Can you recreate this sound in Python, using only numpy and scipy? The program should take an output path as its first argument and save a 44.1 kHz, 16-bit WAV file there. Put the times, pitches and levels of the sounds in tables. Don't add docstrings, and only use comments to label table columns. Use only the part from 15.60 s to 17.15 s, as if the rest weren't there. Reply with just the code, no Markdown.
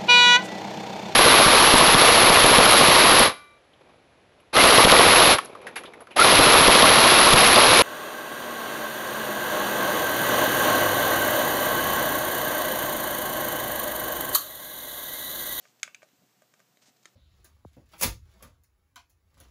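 import sys
import numpy as np
from scipy import signal
from scipy.fft import rfft, irfft
from scipy.io import wavfile

SR = 44100
rng = np.random.default_rng(int(sys.argv[2]) if len(sys.argv) > 2 else 0)


def to_wav(s):
    ch = np.atleast_2d(s).T
    pcm = np.round(np.clip(ch, -1, 1) * 32767)
    wavfile.write(sys.argv[1], SR, pcm.astype(np.int16))


N = 68355


def amp(db):
    return 10 ** (np.asarray(db) / 20)


def unit(x):
    return x / np.sqrt(np.mean(x ** 2) + 1e-20)


def fade(t, t60_s):
    return np.exp(-np.log(1000) * t / t60_s)


def colour(x, points):
    freq_hz, gain_db = np.array(points, float).T
    bins_hz = np.maximum(np.fft.rfftfreq(len(x), 1 / SR), 1)
    gain = amp(np.interp(np.log(bins_hz), np.log(freq_hz), gain_db))
    return unit(irfft(rfft(x) * gain, len(x)))


def add(out, start_s, x):
    i = max(int(start_s * SR), 0)
    out[i:i + len(x)] += x[:len(out) - i]


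# (per Hz, relative)
HISS_COLOUR = [(25, -42), (60, -19), (95, -21.5), (125, -3.5), (170, 0.5), (250, -3), (400, -5.5),
               (700, -9.5), (1400, -11), (2400, -12.5), (4000, -13.5), (7000, -13), (8200, -15),
               (9200, -23), (11000, -20.5), (14000, -15.5), (15500, -15.5)]
# freq_hz, level_db (rms)
HUM_TONES = [(120, -85.5), (731, -83.5)]
HISS_MID_DB, HISS_FADE_DB_PER_S = -68, 1


def background(t):
    hum = np.zeros(N)
    for freq_hz, level_db in HUM_TONES:
        hum += amp(level_db) * np.sqrt(2) * np.sin(2 * np.pi * (freq_hz * t + rng.random()))
    level_db = HISS_MID_DB - HISS_FADE_DB_PER_S * (t - t.mean())
    hiss = amp(level_db) * colour(rng.standard_normal(N), HISS_COLOUR)
    return hiss + hum


# start_s, length_s, level_db
SCUFF_STROKES = [(-.03, 0.15, -66.5), (.195, 0.007, -63.5), (0.418, 0.027, -67), (0.439, 0.021, -71),
                 (0.987, 0.04, -75), (1.214, 0.035, -62.5), (1.246, 0.06, -63), (1.272, 0.025, -72),
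                 (1.361, 0.0147, -68), (1.427, 0.011, -64), (1.446, 0.0073, -63.5), (1.46, 0.04, -66.5)]
# (per Hz, relative)
SCUFF_SPECTRUM = [(200, -34.5), (650, 5.5), (1000, -2), (2200, 0), (4000, 2), (7000, 2.5), (10000, -10),
                  (15000, -27)]
SCUFF_GRAINS_PER_S, SCUFF_SCATTER_DB = 2700, 1


def scuffs(t):
    slips = (rng.random(N) < SCUFF_GRAINS_PER_S / SR) * np.sign(rng.standard_normal(N))
    slips = slips * amp(SCUFF_SCATTER_DB * rng.standard_normal(N))
    pressure = np.zeros(N)
    for start_s, length_s, level_db in SCUFF_STROKES:
        progress = np.clip((t - start_s) / length_s, 0, 1)
        pressure += amp(level_db) * np.sqrt(np.abs(np.sin(np.pi * progress)))
    return pressure * colour(slips, SCUFF_SPECTRUM)


# (per Hz, relative)
CRACKLE_COLOUR = [(100, -54), (350, -14), (850, -16), (1150, -7.5), (2000, 2.5), (4000, -3), (7000, 2.5),
                  (8300, -6), (9800, -4), (11500, -20), (14500, -17), (15500, -27)]
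CRACKLE_T60_S = 0.024
CAVITY_HZ, CAVITY_T60_S = 622, 0.03
CRACK_ABOVE_HZ = 2800
LOW_HZ, MID_HZ, HIGH_HZ = 1470, 2210, 6000


def blow(modes, rise_s, level_db, cavity_db, crackle_db, low_db, high_db=0, crack_lag_s=0, low_pitch=1):
    t = np.arange(SR // 10) / SR
    since_crack = np.maximum(t - crack_lag_s, 0)

    def swell(u, t60_s):
        return (1 - np.exp(-u / rise_s)) * fade(u, t60_s)

    def ring(freq_hz, t60_s, u):
        return np.sin(2 * np.pi * freq_hz * u) * swell(u, t60_s)

    body = np.zeros(len(t))
    for freq_hz, mode_db, t60_s in modes:
        weight_db = np.interp(np.log(freq_hz), np.log([LOW_HZ, MID_HZ, HIGH_HZ]), [low_db, 0, high_db])
        if freq_hz > CRACK_ABOVE_HZ:
            mode = ring(freq_hz, t60_s, since_crack)
        else:
            mode = ring(freq_hz * low_pitch, t60_s, t)
        body += amp(mode_db + weight_db) * mode
    air = amp(cavity_db) * ring(CAVITY_HZ, CAVITY_T60_S, t)
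    noise = colour(rng.standard_normal(len(t)), CRACKLE_COLOUR)
    crackle = amp(crackle_db) * noise * swell(since_crack, CRACKLE_T60_S)
    return amp(level_db) * (body + air + crackle)


def blows(events, modes, rise_s):
    out = np.zeros(N)
    for start_s, *strength in events:
        add(out, start_s, blow(modes, rise_s, *strength))
    return out


# freq_hz (before low_pitch), level_db (before weighting), t60_s
SHELL_MODES = [(1365, -36.5, 0.07), (1600, -15.5, 0.014), (1996, -29.5, 0.032), (2197, -16.5, 0.021),
               (2303, -17.5, 0.019), (3093, -25.5, 0.022), (3508, -16.5, 0.01), (3830, -31.5, 0.037),
               (4905, -14, 0.007), (5530, -6.5, 0.0037), (6350, -0.5, 0.0043), (6660, -19, 0.014),
               (7000, -41, 0.027), (7781, -27.5, 0.026), (9060, -33, 0.029)]
# start_s, level_db, cavity_db, crackle_db, low_db, high_db, crack_lag_s, low_pitch (ratio)
BITE_EVENTS = [(.0410, -45, -18, -25, -22, -11, 0.01, 0.79),
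               (.2305, -6.5, -42.5, -20, -2.5, -0.5, 0.00046, 1),
               (.2485, -40, -16, -23, -22, 1, 0.0018, 1.1),
               (.3459, -19.5, -50, -28, -13.5, -6, 0.00089, 1.07), (.3505, -33.5, -29, -35, 2, -19, 0, 1),
               (.3655, -43, -23, -31, -14, -23, 0.0064, 1.15)]


def bites():
    return blows(BITE_EVENTS, SHELL_MODES, rise_s=0.00053)


# freq_hz, level_db (before weighting), t60_s
BALL_MODES = [(1237, -5.5, 0.021), (1576, 3, 0.012), (1810, -9, 0.032), (2220, -2, 0.027),
              (2347, -5, 0.022), (3160, -8.5, 0.015)]
# start_s, level_db, cavity_db, crackle_db, low_db
KNOCK_EVENTS = [(.0532, -51, -3.5, -19, 5), (.2772, -38.5, -9, -16, 0.5), (.4200, -48.5, -11, -15, 2),
                (.4293, -48, 5.5, -7.5, 1), (.6200, -69.5, 10, -9, -6), (.8200, -61.5, 11.5, 3.5, 10.5),
                (0.9383, -56, -2.5, 0, 5.5), (0.994, -62, 5.5, -0.5, 3), (1.0015, -55.5, -1, -4.5, 5)]


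def knocks():
    return blows(KNOCK_EVENTS, BALL_MODES, rise_s=0.00052)


# freq_hz, level_db (before weighting), t60_s
RIM_MODES = [(1374, -14, 0.019), (1820, -10, 0.019), (2073, -3.5, .012), (2250, -13, 0.02),
             (3140, -10, 0.017), (3790, -6.5, 0.016), (4265, -13.5, 0.02), (6420, -3.5, 0.0067),
             (6910, -12.5, 0.016), (8750, -19, 0.017)]
# start_s, level_db, cavity_db, crackle_db, low_db, high_db
CLAW_EVENTS = [(.4880, -60, -18, -6.5, 3, -2), (1.1718, -48, -13, -18, -32, -6),
               (1.4557, -37, -21.5, -12.5, 1.5, 1), (1.4595, -53, -16, -2, -6, 3)]


def claw_taps():
    return blows(CLAW_EVENTS, RIM_MODES, rise_s=0.0001)


# start_s, level_db, pitch_hz
THUD_EVENTS = [(0.533, -60, 255), (0.587, -60.5, 154), (0.617, -58, 186), (0.635, -60.5, 256),
               (1.282, -58, 248), (1.304, -58.5, 237), (1.457, -57.5, 336), (1.479, -62.5, 343)]
THUD_T60_S = 0.055


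def thuds(t):
    out = np.zeros(N)
    for start_s, level_db, pitch_hz in THUD_EVENTS:
        add(out, start_s, amp(level_db) * np.sin(2 * np.pi * pitch_hz * t) * fade(t, THUD_T60_S))
    return out


# freq_hz, gain_db (relative)
ROOM_SPECTRUM = [(200, 3), (600, 2), (1400, 3.5), (2700, -7.5), (4000, 1), (6500, -6), (10000, -2),
                 (15000, 1.5)]
# freq_hz, gain_db (relative)
LINGER_BAND = [(2350, -30), (2650, 0), (2850, 0), (3200, -30)]
ROOM_DB, ROOM_T60_S, ROOM_ONSET_S = -12.5, 0.19, 0.0054
LINGER_DB, LINGER_T60_S = -25.5, 0.39


def room(x, t):
    def tail(points, t60_s):
        onset = 1 - np.exp(-t / ROOM_ONSET_S)
        noise = colour(rng.standard_normal(N), points)
        return unit(noise * fade(t, t60_s) * onset) / np.sqrt(N)

    response = amp(ROOM_DB) * tail(ROOM_SPECTRUM, ROOM_T60_S)
    response += amp(LINGER_DB) * tail(LINGER_BAND, LINGER_T60_S)
    return x + signal.fftconvolve(x, response)[:N]


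LOW_CUT_HZ = 114
TOP_HZ = 15250


def scene():
    t = np.arange(N) / SR
    near = scuffs(t) + bites() + knocks() + claw_taps() + thuds(t)
    low_cut = signal.butter(2, LOW_CUT_HZ, "high", fs=SR, output="sos")
    near = signal.sosfilt(low_cut, near)
    return (room(near, t) + background(t))[None]


def record(dry):
    top_cut = signal.ellip(10, 0.1, 70, TOP_HZ, fs=SR, output="sos")
    return signal.sosfilt(top_cut, dry)


dry = scene()
out = record(dry)
to_wav(out)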